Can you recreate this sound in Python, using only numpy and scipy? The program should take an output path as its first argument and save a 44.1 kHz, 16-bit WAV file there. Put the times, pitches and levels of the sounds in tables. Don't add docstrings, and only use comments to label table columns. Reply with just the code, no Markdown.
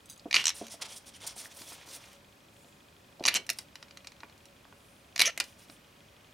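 import sys
import numpy as np
from scipy import signal
from scipy.fft import rfft, irfft, next_fast_len
from scipy.io import wavfile
from scipy.ndimage import uniform_filter1d

SR = 44100
rng = np.random.default_rng(int(sys.argv[2]) if len(sys.argv) > 2 else 0)


def natural_amplitude(level_db):
    exponent = np.asarray(level_db, float) / 20
    return 10 ** exponent


def bounce(signal):
    frames = np.transpose(np.atleast_2d(signal))
    limited = np.clip(frames, -1, 1)
    pcm = np.round(limited * 32767).astype(np.int16)
    wavfile.write(sys.argv[1], SR, pcm)


N = 279153

# pitch_hz, level_db (per Hz)
AIR = [(18, -21), (70, 0), (207, -1), (415, -6.5), (1090, -11), (4020, -17), (15200, -27), (16500, -26)]
AIR_DB = -60
# pitch_hz, side_to_mid_db
AIR_WIDTH = [(60, -25), (180, -17), (350, -2), (700, -12.5), (1400, 6), (2800, -8), (5600, -4),
             (11000, -13)]
# pitch_hz, width_hz, level_db
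HUM = [(100.5, 3.6, -77), (282.6, 5.5, -79), (562.2, 8.8, -71)]
TICK_FIRST_S, TICK_EVERY_S = .0058, .04

# start_s, slips (a count)
SQUEAKS = [(.0575, 3), (.0905, 1), (.0982, 7), (.16, 1), (.177, 1)]
# first_slip_db, fading_per_slip_db
SQUEAK_DB = [(-45.5, 4.1), (-46, 0), (-34.5, 2.1), (-51, 0), (-44, 0)]
SQUEAK_GAP_S = .0067
# pitch_hz, width_hz, level_db
HINGE = [(3870, 51, 0), (4850, 33, 0), (6200, 110, 1), (6550, 28, -2), (7920, 36, 3.5), (9200, 62, 3.5),
         (13000, 95, -7), (14700, 38, -17)]

FAMILY_HZ = [350, 1000, 2300, 4000, 6100, 10500, 19000]
# pitch_hz, width_hz, level_db
JAWS = [(1140, 130, -11.5), (2024, 270, -4), (2410, 170, 4), (2830, 330, -2), (3200, 104, -23),
        (4150, 540, 6), (4800, 460, 4.5), (5630, 590, 6.5), (6400, 220, -2), (9360, 1800, 0.5),
        (12200, 200, -62)]
# pitch_hz, width_hz, level_db
TUBE = [(1700, 250, -16), (3020, 300, 8), (4100, 500, 4), (5850, 500, 8), (8200, 1900, 0), (9700, 500, 1)]
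# start_s, strength_db, jaws_db, hardness_db
TAPS = [(.196, -45, -37, -6), (.668, -41, -5, 5), (0.683, -41.5, -12, 5), (3.197, -47.5, -21, -4),
        (3.227, -48, 5, 3), (3.7563, -36, -3, -0.5), (3.8277, -38.5, -5.5, -4), (3.884, -52, 2, 1),
        (3.91, -44.5, -2, -2.5), (3.973, -38, -4.5, 0.5), (4.0468, -46.5, 0.5, -1), (4.0718, -34.5, -7, 0),
        (4.1203, -47, -2, -1), (4.2047, -45, -7, -4), (4.2338, -49, 17, -2.5), (4.298, -51, -4, -9),
        (4.379, -54, -14, 6), (4.4558, -46.5, -12, 6.5), (4.6525, -65, 9.5, -12.5), (4.726, -66, 16, -9.5),
        (5.699, -43.5, -4.5, -5), (5.441, -40.5, -9, 7.5), (1.619, -42.5, -5.5, -8.5),
        (1.722, -47, -1, -10), (2.131, -58, 6, 14), (6.272, -58, -5, 0)]
# start_s, strength_db, jaws_db, hardness_db
LATCH = [(3.4667, -44, -3, 9), (3.4926, -24.5, 2, 4), (3.5009, -18.5, -11, 6), (3.5061, -59, -1, -2),
         (3.5319, -49, -6, 14), (3.5873, -31.5, -18, 8.5), (3.59, -35, -9, -6), (5.3769, -31, 10.5, 8.5),
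         (5.4013, -19, -1.5, 6), (5.4071, -26.5, 2.5, 2.5)]
FRAME_HZ, FRAME_WIDTH_HZ, FRAME_DB = 2257, 24.5, 4.5

# start_s, peak_db, pitch_hz
KNOCKS = [(0.257, -31.5, 517), (0.613, -31, 515), (0.74, -43, 796), (1.242, -44.5, 860),
          (1.364, -45.5, 754), (1.457, -36, 1820), (1.611, -44, 253), (1.716, -48, 550), (1.877, -45, 1060),
          (2.643, -51.5, 420), (3.195, -44, 690), (3.207, -31.5, 580), (3.209, -36.5, 330),
          (4.233, -41, 1780), (4.234, -45.5, 382), (4.652, -58, 1400), (4.727, -55, 1500),
          (4.232, -39.5, 800), (4.651, -51, 740), (4.726, -53, 780), (5.695, -47.5, 269),
          (3.4926, -54, 465), (3.5009, -45.5, 453), (5.162, -46, 433), (5.194, -38.5, 392),
          (5.376, -49, 477), (5.401, -44, 510)]
# pitch_hz, level_db, t60_s (time to fade by 60 dB)
BENCH = [(227.3, -19, 0.36), (301, -4, 0.062), (674, -2, 0.05), (1260, -37, 0.11)]

# start_s, strength_db, jaws_db, hardness_db, edge_zing_db
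CUTS = [(.3112, -31, 11, -9, -10), (.3134, -26.5, 4.5, -1, -10), (.3291, -19.5, 1, -7, -6.5),
        (.3437, -11, 2.5, -5.5, -15), (.3475, -21.5, 8, -4, -2), (.351, -28, 7, 10, -3),
        (.3546, -19, 1, 0, 0), (.3621, -13, -5, -6.5, -4.5), (.3665, -12.5, 5.5, -7, -12),
        (.3729, -40, 13, 4, 0), (3.2393, -29.5, -11, 2, -7), (3.2408, -30, 6, -2, -1),
        (3.2544, -15, -5, 4, -13), (3.2598, -37, 5, 3, 2), (3.2625, -28, 4, 22, -1),
        (3.267, -37.5, -3, 7, 9), (3.269, -23, -10, 5, 9), (3.279, -27, 15.5, -6, 3),
        (3.2816, -14.5, -1, -1, 0), (3.2855, -9, 0, -5, -4), (3.2893, -25, 10, 1, 0),
        (3.2924, -26, 10, -2, 3), (3.3428, -29, -3, -6, 17.5), (5.1612, -33, -4, 6, 3),
        (5.163, -28, 6, 7, -2), (5.1794, -30, 3, 4, 5), (5.193, -30, 0, 0, 10),
        (5.1955, -14.5, -2, 0.5, 2.5), (5.2033, -18, -4, 0, 3), (5.2051, -12.5, 1, -2.5, 0),
        (5.215, -14, 3, -3, 2), (5.2192, -8.5, -5.5, -5.5, 1), (5.2215, -20.5, 10, -3, 6)]
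CUT_RISE_S, CUT_FALL_S = .0011, .0007
JAW_DIP = .45

# start_s, end_s, start_db, end_db, brightness_db
CRUNCH = [(0.34, 0.373, -42, -51, 6), (0.361, 0.421, -31, -37.5, 3), (0.422, 0.45, -44, -50, 4),
          (0.464, 0.517, -41, -48, -7), (3.255, 3.268, -36, -34, -3), (3.273, 3.341, -46, -40, -4),
          (3.349, 3.368, -34, -44, -14), (5.194, 5.208, -25.5, -55, 2), (5.221, 5.253, -32, -36, -0.5),
          (5.252, 5.307, -34, -49, 6.5)]
# pitch_hz, width_hz, level_db
HIDE = [(1150, 400, -14), (2250, 300, 2), (2850, 500, 4), (4300, 600, -8), (5500, 450, -6)]
# start_s, peak_db
JOLTS = [
    (0.341, -40.5),
    (0.364, -39),
    (3.256, -35),
    (3.279, -48),
    (3.348, -39.5),
    (5.196, -93),
    (5.216, -36.5),
]

# start_s, slips_per_s, quickening_per_s2, slips (a count)
PULLS = [
    (.4417, 68, 420, 6),
    (3.3416, 51, 15800, 12),
]
# strength_db, hardness_db, weak_first_slip_db, weak_last_slip_db, jaws_db
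GRIP = [
    (-19, 5.5, -10.5, -12, -1.5),
    (-24, 2.5, -2, -20, 2),
]
SLIP_RISE_S = .0003
LET_GO_POWER, GRIP_TO_LEVEL, GRIP_TO_HARDNESS = 4.3, 0.47, 0.76

# start_s, end_s, pitch_hz, level_db
DRAGS = [(.895, 0.975, 3240, -57), (0.96, 0.974, 9750, -52.5), (.915, 0.95, 5900, -58),
         (1.14, 1.167, 3100, -56), (1.215, 1.25, 3400, -52), (1.278, 1.317, 3500, -58),
         (1.28, 1.318, 5400, -51), (1.382, 1.407, 5900, -54), (1.385, 1.43, 9300, -54),
         (1.41, 1.438, 2270, -61), (.5, .62, 3200, -65), (.55, .75, 6030, -63), (1.578, 1.76, 3300, -60.5),
         (2.5, 2.8, 7200, -73), (4.7, 5.1, 9400, -74)]
DRAG_WIDTH = 0.11
# start_s, end_s, level_db, brightness_db
STROKES = [(0.546, 0.608, -49.5, 3.5), (0.592, 0.687, -55.5, -4), (0.7, 0.758, -48.5, 1),
           (0.817, 0.831, -37.5, -3), (0.851, 0.866, -46, -5.5), (0.884, 0.963, -51, 1.5),
           (0.96, 0.989, -50.5, 5), (1.062, 1.101, -51.5, 1), (1.138, 1.177, -55.5, -0.5),
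           (1.206, 1.275, -49.5, -2), (1.27, 1.28, -37.5, 5.5), (1.271, 1.331, -51, -0.5),
           (1.361, 1.433, -46, 3.5), (1.431, 1.479, -51, -0.5), (1.501, 1.532, -56, -2.5),
           (1.537, 1.674, -51.5, 1.5), (1.66, 1.765, -50.5, 0.5), (1.738, 1.875, -58.5, -7),
           (1.861, 1.926, -54.5, -0.5), (1.911, 1.981, -49, 1), (1.933, 2.193, -60.5, -4),
           (2.482, 2.783, -76.5, 7.5), (3.556, 3.64, -58.5, -1), (4.713, 5.058, -82.5, 11),
           (5.376, 5.56, -63.5, 1), (5.575, 5.665, -62, 0.5), (5.672, 5.777, -66.5, 5)]
# pitch_hz, width_hz, level_db
SKIN = [(3340, 340, -9), (5700, 620, -9), (9300, 1200, 5.5)]
STROKE_COLOUR_DB = [-6.5, -2.5, -4, -9]
SCUFF_DB = [-2, 2, -4, -2]
SCUFF_S = .014
SHEEN_FROM_S, DULL_SHEEN_DB = 1.4, -6

# start_db, let_go_db, let_go_s
SQUEAL = [(-15.5, -23, 5.281), (-21, -29, 5.28), (-37, -31, 5.297), (-28, -45, 5.275)]
SQUEAL_S, SQUEAL_END_S = 5.2569, 5.301
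SQUEAL_RATE, SQUEAL_QUICKENING, SQUEAL_TOP_RATE = 250, 18500, 680
SQUEAL_CUT_DB, SQUEAL_CUT_S = 20, 0.0014

BENCH_SCATTER_DB = -12
SLIDING_BENCH_DB = -20
SQUEAL_WALLS_DB = -23


def resonate(x, hz, width):
    r = np.exp(-np.pi * width / SR)
    turn = 2 * np.pi * hz / SR
    return signal.lfilter([(1 - r * r) / 2, 0, (r * r - 1) / 2], [1, -2 * r * np.cos(turn), r * r], x + 1e-18)


def body(x, modes, plain_db):
    return natural_amplitude(plain_db) * x + sum(natural_amplitude(db) * resonate(x, hz, w) for hz, w, db in modes)


def band(x, low, high):
    return signal.sosfilt(signal.butter(2, [low, high], "band", fs=SR, output="sos"), x)


def low_pass(hz):
    return signal.butter(2, hz, fs=SR, output="sos")


def rms_one(x):
    return x / np.sqrt(np.mean(x ** 2) + 1e-30)


def peaks_at(shapes, db):
    return shapes / np.abs(shapes).max(axis=1, keepdims=True) * natural_amplitude(db)


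def coloured(points):
    size = next_fast_len(N)
    hz, db = np.transpose(points)
    log_hz = np.log(np.arange(size // 2 + 1) * SR / size + 1)
    gain = natural_amplitude(np.interp(log_hz, np.log(hz), db))
    return irfft(rfft(rng.standard_normal(size)) * gain, size)[:N]


def split(x, centres_hz):
    size = x.shape[-1]
    spectrum = rfft(x)
    log_hz = np.log(np.arange(size // 2 + 1) * SR / size + 1)
    slices = []
    for hump in np.eye(len(centres_hz))[1:-1]:
        gain = np.sin(np.pi / 2 * np.interp(log_hz, np.log(centres_hz), hump)) ** 2
        slices.append(irfft(spectrum * gain, size))
    return slices


def place(times, shapes):
    out = np.zeros(N + shapes.shape[1])
    for s, shape in zip(times, shapes):
        first = int(s * SR)
        out[first:first + len(shape)] += shape
    return out[:N]


def grains(per_s, spread_db):
    sizes = natural_amplitude(spread_db * np.minimum(rng.exponential(1, N), 4)) * rng.choice([-1, 1], N)
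    return sizes * (rng.random(N) < per_s / SR)


def background():
    width_hz, width_db = np.transpose(AIR_WIDTH)
    side_air = [(hz, db + np.interp(np.log(hz), np.log(width_hz), width_db)) for hz, db in AIR]
    mid, side = coloured(AIR), coloured(side_air)
    scale = natural_amplitude(AIR_DB) / np.std(mid)
    hum = sum(natural_amplitude(db) * rms_one(resonate(rng.standard_normal(N), hz, w)) for hz, w, db in HUM)
    return scale * (mid + side * np.array([[1], [-1]])) + hum


def camera_motor():
    at, t = np.arange(TICK_FIRST_S, N / SR, TICK_EVERY_S), np.arange(900) / SR
    weak = np.arange(len(at)) % 2
    strength = natural_amplitude(-47.5 - 7.0 * weak + rng.standard_normal(len(at)))
    tick = np.sin(2 * np.pi * 3300 * t) * np.exp(-t / .0009)
    housing = np.sin(2 * np.pi * 2487 * t) * np.exp(-((t - .005) / .0035) ** 2)
    return place(at, strength[:, None] * tick + natural_amplitude(-62.5) * housing)


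def hinge():
    rows = []
    for (start, count), (first_db, fade_db) in zip(SQUEAKS, SQUEAK_DB):
        rows += [(start + SQUEAK_GAP_S * k, first_db - fade_db * k) for k in range(count)]
    rows, t = np.array(rows), np.arange(900) / SR
    push = rng.standard_normal((len(rows), 900)) * np.exp(-t / 0.0025)
    rung = body(push, [(hz, w + 200, db) for hz, w, db in HINGE], plain_db=-27)
    return place(rows[:, 0], peaks_at(rung, rows[:, [1]]))


def contacts(rows, modes, rise_s, fall_s, plain_db, snap, snap_share, colour_db, jaw_share, hard_share):
    rows, t = np.array(rows), np.arange(-100, 1100) / SR
    swell = np.where(t < 0, np.exp(-(t / rise_s) ** 2), np.exp(-t / fall_s))
    push = rng.standard_normal((len(rows), 1200)) * swell
    push[:, 100] += snap * natural_amplitude(snap_share * rows[:, 3])
    parts = split(body(push, modes, plain_db), FAMILY_HZ)
    peaks_db = rows[:, [1]] + colour_db + rows[:, [2]] * jaw_share + rows[:, [3]] * hard_share
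    peaks_db[:, -1] += rows[:, 4:].sum(axis=1)
    shapes = sum(peaks_at(part, peaks_db[:, [k]]) for k, part in enumerate(parts))
    return place(rows[:, 0] - 105 / SR, shapes)


def taps():
    return contacts(LATCH + TAPS, JAWS, 0.00065, 0.0025, plain_db=3.5, snap=2.0, snap_share=0,
                    colour_db=[-7.0, -0.4, -1.0, -3.0, -12.0],
                    jaw_share=[1.0, 0.6, 0.0, 0, 0.0], hard_share=[-1.26, 0.0069, -0.36, 0.53, 1.43])


def knocks():
    rows, t = np.array(KNOCKS), np.arange(4000) / SR
    pitch = rows[:, [2]]
    blow = np.sin(2 * np.pi * pitch * t) * np.exp(-t * pitch / 1.3)
    top = 0
    for hz, db, t60 in BENCH:
        strength = natural_amplitude(db + 4.1 * rng.standard_normal((len(rows), 1)))
        top = top + strength * np.sin(2 * np.pi * hz * t) * natural_amplitude(-60 * t / t60)
    share = np.clip(560 / pitch, 0, 1) ** 3.2
    rattle = band(band(rng.standard_normal((len(rows), 4000)), 170, 750), 170, 750)
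    rattle *= np.exp(-t / .014)
    shapes = (blow + 0.7 * share * top + 2.2 * share * rattle) * (1 - np.exp(-t / 0.0011))
    return place(rows[:, 0], peaks_at(shapes, rows[:, [1]]))


def cuts():
    snaps = contacts(CUTS, JAWS, CUT_RISE_S, CUT_FALL_S, plain_db=-5.5, snap=1.0, snap_share=0,
                     colour_db=[-13.0, -2.5, -1.0, -2.5, -9.0],
                     jaw_share=[0.0, 0.7, 0, 0.03, 0.041], hard_share=[0.54, 0.0, 0.028, 0.74, 0])
    return snaps - JAW_DIP * band(snaps, 1250, 1900)


def crunch():
    t, level = np.arange(N) / SR, np.zeros((2, N))
    for start, end, start_db, end_db, bright_db in CRUNCH:
        fading_db = np.interp(t, [start, end, end + 0.0041], [start_db, end_db, end_db - 48.5])
        level += np.outer(natural_amplitude([0, bright_db]), natural_amplitude(fading_db) * (t > start))
    tearing = body(grains(7000, spread_db=3.0), HIDE, plain_db=-18)
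    tearing = band(band(tearing, 800, 16000), 800, 13000)
    tearing = rms_one(signal.lfilter([1], [1, -.6], tearing))
    dull = signal.sosfiltfilt(low_pass(2550), tearing)
    return level[0] * dull + level[1] * (tearing - dull)


def jolts():
    rows, t = np.array(JOLTS), np.arange(4000) / SR
    shudder = band(rng.standard_normal((len(rows), 4000)) * np.exp(-t / 0.042), 120.0, 780)
    return place(rows[:, 0], peaks_at(shudder, rows[:, [1]]))


def slips():
    rows = []
    for pull, grip in zip(PULLS, GRIP):
        start, rate, quickening, count = pull
        db, hard_db, first_db, last_db, jaws_db = grip
        k = np.arange(count)
        s = start + (np.sqrt(rate ** 2 + 2 * quickening * k) - rate) / quickening
        grip_db = first_db * (k == 0) + last_db * (k / (count - 1)) ** LET_GO_POWER
        strength_db = db + GRIP_TO_LEVEL * grip_db
        hardness_db = hard_db + GRIP_TO_HARDNESS * grip_db
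        rows += list(zip(s, strength_db, jaws_db + 0 * k, hardness_db))
    return rows


def creaks():
    return contacts(slips(), TUBE, SLIP_RISE_S, 0.0019, plain_db=-2.0, snap=2.6, snap_share=1.2,
                    colour_db=[-14, -4.0, -1.5, -0.2, -10.0],
                    jaw_share=[0, 1, 0, 0, 0], hard_share=[-0.31, 0.075, 0.15, 1.4, 0.45])


def drags():
    out = np.zeros(N)
    grain = grains(6000, spread_db=4.0)
    for start, end, hz, db in DRAGS:
        span = slice(int(start * SR), int(end * SR))
        patch = resonate(grain[span], hz, DRAG_WIDTH * hz)
        patch = rms_one(resonate(patch, hz, 2 * DRAG_WIDTH * hz))
        out[span] += natural_amplitude(db) * patch * np.sin(np.linspace(0, np.pi, len(patch))) ** 0.8
    return out


def rubbing():
    grain = body(grains(9000, spread_db=3.0), SKIN, plain_db=0)
    grain = signal.lfilter([1], [1, -.25], grain)
    parts = np.array([rms_one(part) for part in split(grain, [900, 2600, 5600, 9500, 13500, 24000])])
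    lumps = natural_amplitude(0.36 * rms_one(band(rng.standard_normal(N), 69, 89)))
    wander = rms_one(band(rng.standard_normal((4, N)), 4.7, 41.0))
    parts *= natural_amplitude(2.2 * wander)
    t, levels = np.arange(N) / SR, np.zeros((4, N))
    for start, end, db, bright_db in STROKES:
        scuffs = end - start < SCUFF_S
        colour_db = db + np.array(STROKE_COLOUR_DB) + bright_db * np.array([-1, 0, 1, 1])
        colour_db = colour_db + np.array(SCUFF_DB) * scuffs
        colour_db[3] += DULL_SHEEN_DB * (start < SHEEN_FROM_S)
        inside = np.clip((t - start + 0.0072) / (end - start + 0.014), 0, 1)
        swell = np.sin(np.pi * inside ** 0.95) ** (2.6 if scuffs else 1.11)
        levels += np.outer(natural_amplitude(colour_db), swell)
    creasing = natural_amplitude(-2.0) * rms_one(band(grains(2500, spread_db=5.0), 415, 1270))
    return lumps * (np.sum(levels * parts, axis=0) + uniform_filter1d(levels[0], size=2000) * creasing)


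def squeal():
    t = np.arange(N) / SR
    rate = np.minimum(SQUEAL_RATE + SQUEAL_QUICKENING * (t - SQUEAL_S), SQUEAL_TOP_RATE)
    turns = np.cumsum(rate * (t >= SQUEAL_S) * (t < SQUEAL_END_S)) / SR
    pulses = np.diff(np.ceil(turns), prepend=0) * natural_amplitude(1.6 * rng.standard_normal(N))
    voices = [[(5750, 420, -2), (6200, 430, -1), (9900, 700, -7)],
              [(2410, 210, -1.8), (2850, 1200, 0.13)],
              [(557, 220, 1.2), (1260, 810, -2.5), (1770, 110, 3.0)],
              [(9300, 2200, 0.5), (13500, 2600, 0.5)]]
    out = np.zeros(N)
    for (start_db, end_db, s), modes in zip(SQUEAL, voices):
        level_db = np.interp(t, [SQUEAL_S, s, s + SQUEAL_CUT_S], [start_db, end_db, end_db - SQUEAL_CUT_DB])
        ring = body(body(np.eye(1, 300)[0], modes, plain_db=-30), modes, plain_db=-30)
        out += np.convolve(pulses * natural_amplitude(level_db), ring / np.abs(ring).max())[:N]
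    return out


def workshop(x, t60, bench_db, walls_db):
    t, sides = np.arange(int(.4 * SR)) / SR, np.array([[1], [-1]])
    tail = rng.standard_normal((2, len(t))) * natural_amplitude(-60 * t / t60) * (1 - np.exp(-t / 0.0042))
    tail = signal.lfilter([1], [1, -.25], tail[0] + 0.45 * tail[1] * sides)
    tail -= .7 * band(tail, 60, 1000)
    tail -= band(tail, 3200, 19000) * (1 - np.exp(-t / .08))
    tail *= natural_amplitude(walls_db) / np.sqrt(np.sum(tail ** 2, axis=1, keepdims=True))
    tail[:, 0] += natural_amplitude([-.4, .4])
    clutter = rng.standard_normal((2, len(t))) * t / .002 * np.exp(-t / 0.003)
    clutter = band(clutter[0] + .5 * clutter[1] * sides, 1500, 19000)
    tail += natural_amplitude(bench_db) * clutter / np.sqrt(np.sum(clutter ** 2, axis=1, keepdims=True))
    return signal.fftconvolve(x[None], tail, axes=1)[:, :N]


def scene():
    tapping, cutting, creaking = taps(), cuts(), creaks()
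    frame_push = cutting + 1.2 * creaking + 0.27 * tapping
    frame = natural_amplitude(FRAME_DB) * resonate(frame_push, FRAME_HZ, FRAME_WIDTH_HZ)
    hands = cutting + creaking + frame + tapping + crunch() + jolts() + knocks() + hinge()
    hands = signal.sosfilt(low_pass(18500), hands)
    mix = background() + camera_motor()
    mix = mix + workshop(hands, t60=0.17, bench_db=BENCH_SCATTER_DB, walls_db=-14.5)
    mix = mix + workshop(rubbing() + drags(), t60=0.34, bench_db=SLIDING_BENCH_DB, walls_db=-11.0)
    return mix + workshop(squeal(), t60=0.3, bench_db=BENCH_SCATTER_DB, walls_db=SQUEAL_WALLS_DB)


def top_cut(x):
    return signal.sosfilt(signal.butter(12, 16820, fs=SR, output="sos"), x)


def record(dry):
    rounded = .9 * np.tanh(dry / .9)
    finished = signal.sosfilt(signal.cheby2(10, 60, 17200, fs=SR, output="sos"), rounded)
    return top_cut(finished)


dry = scene()
out = record(dry)
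bounce(out)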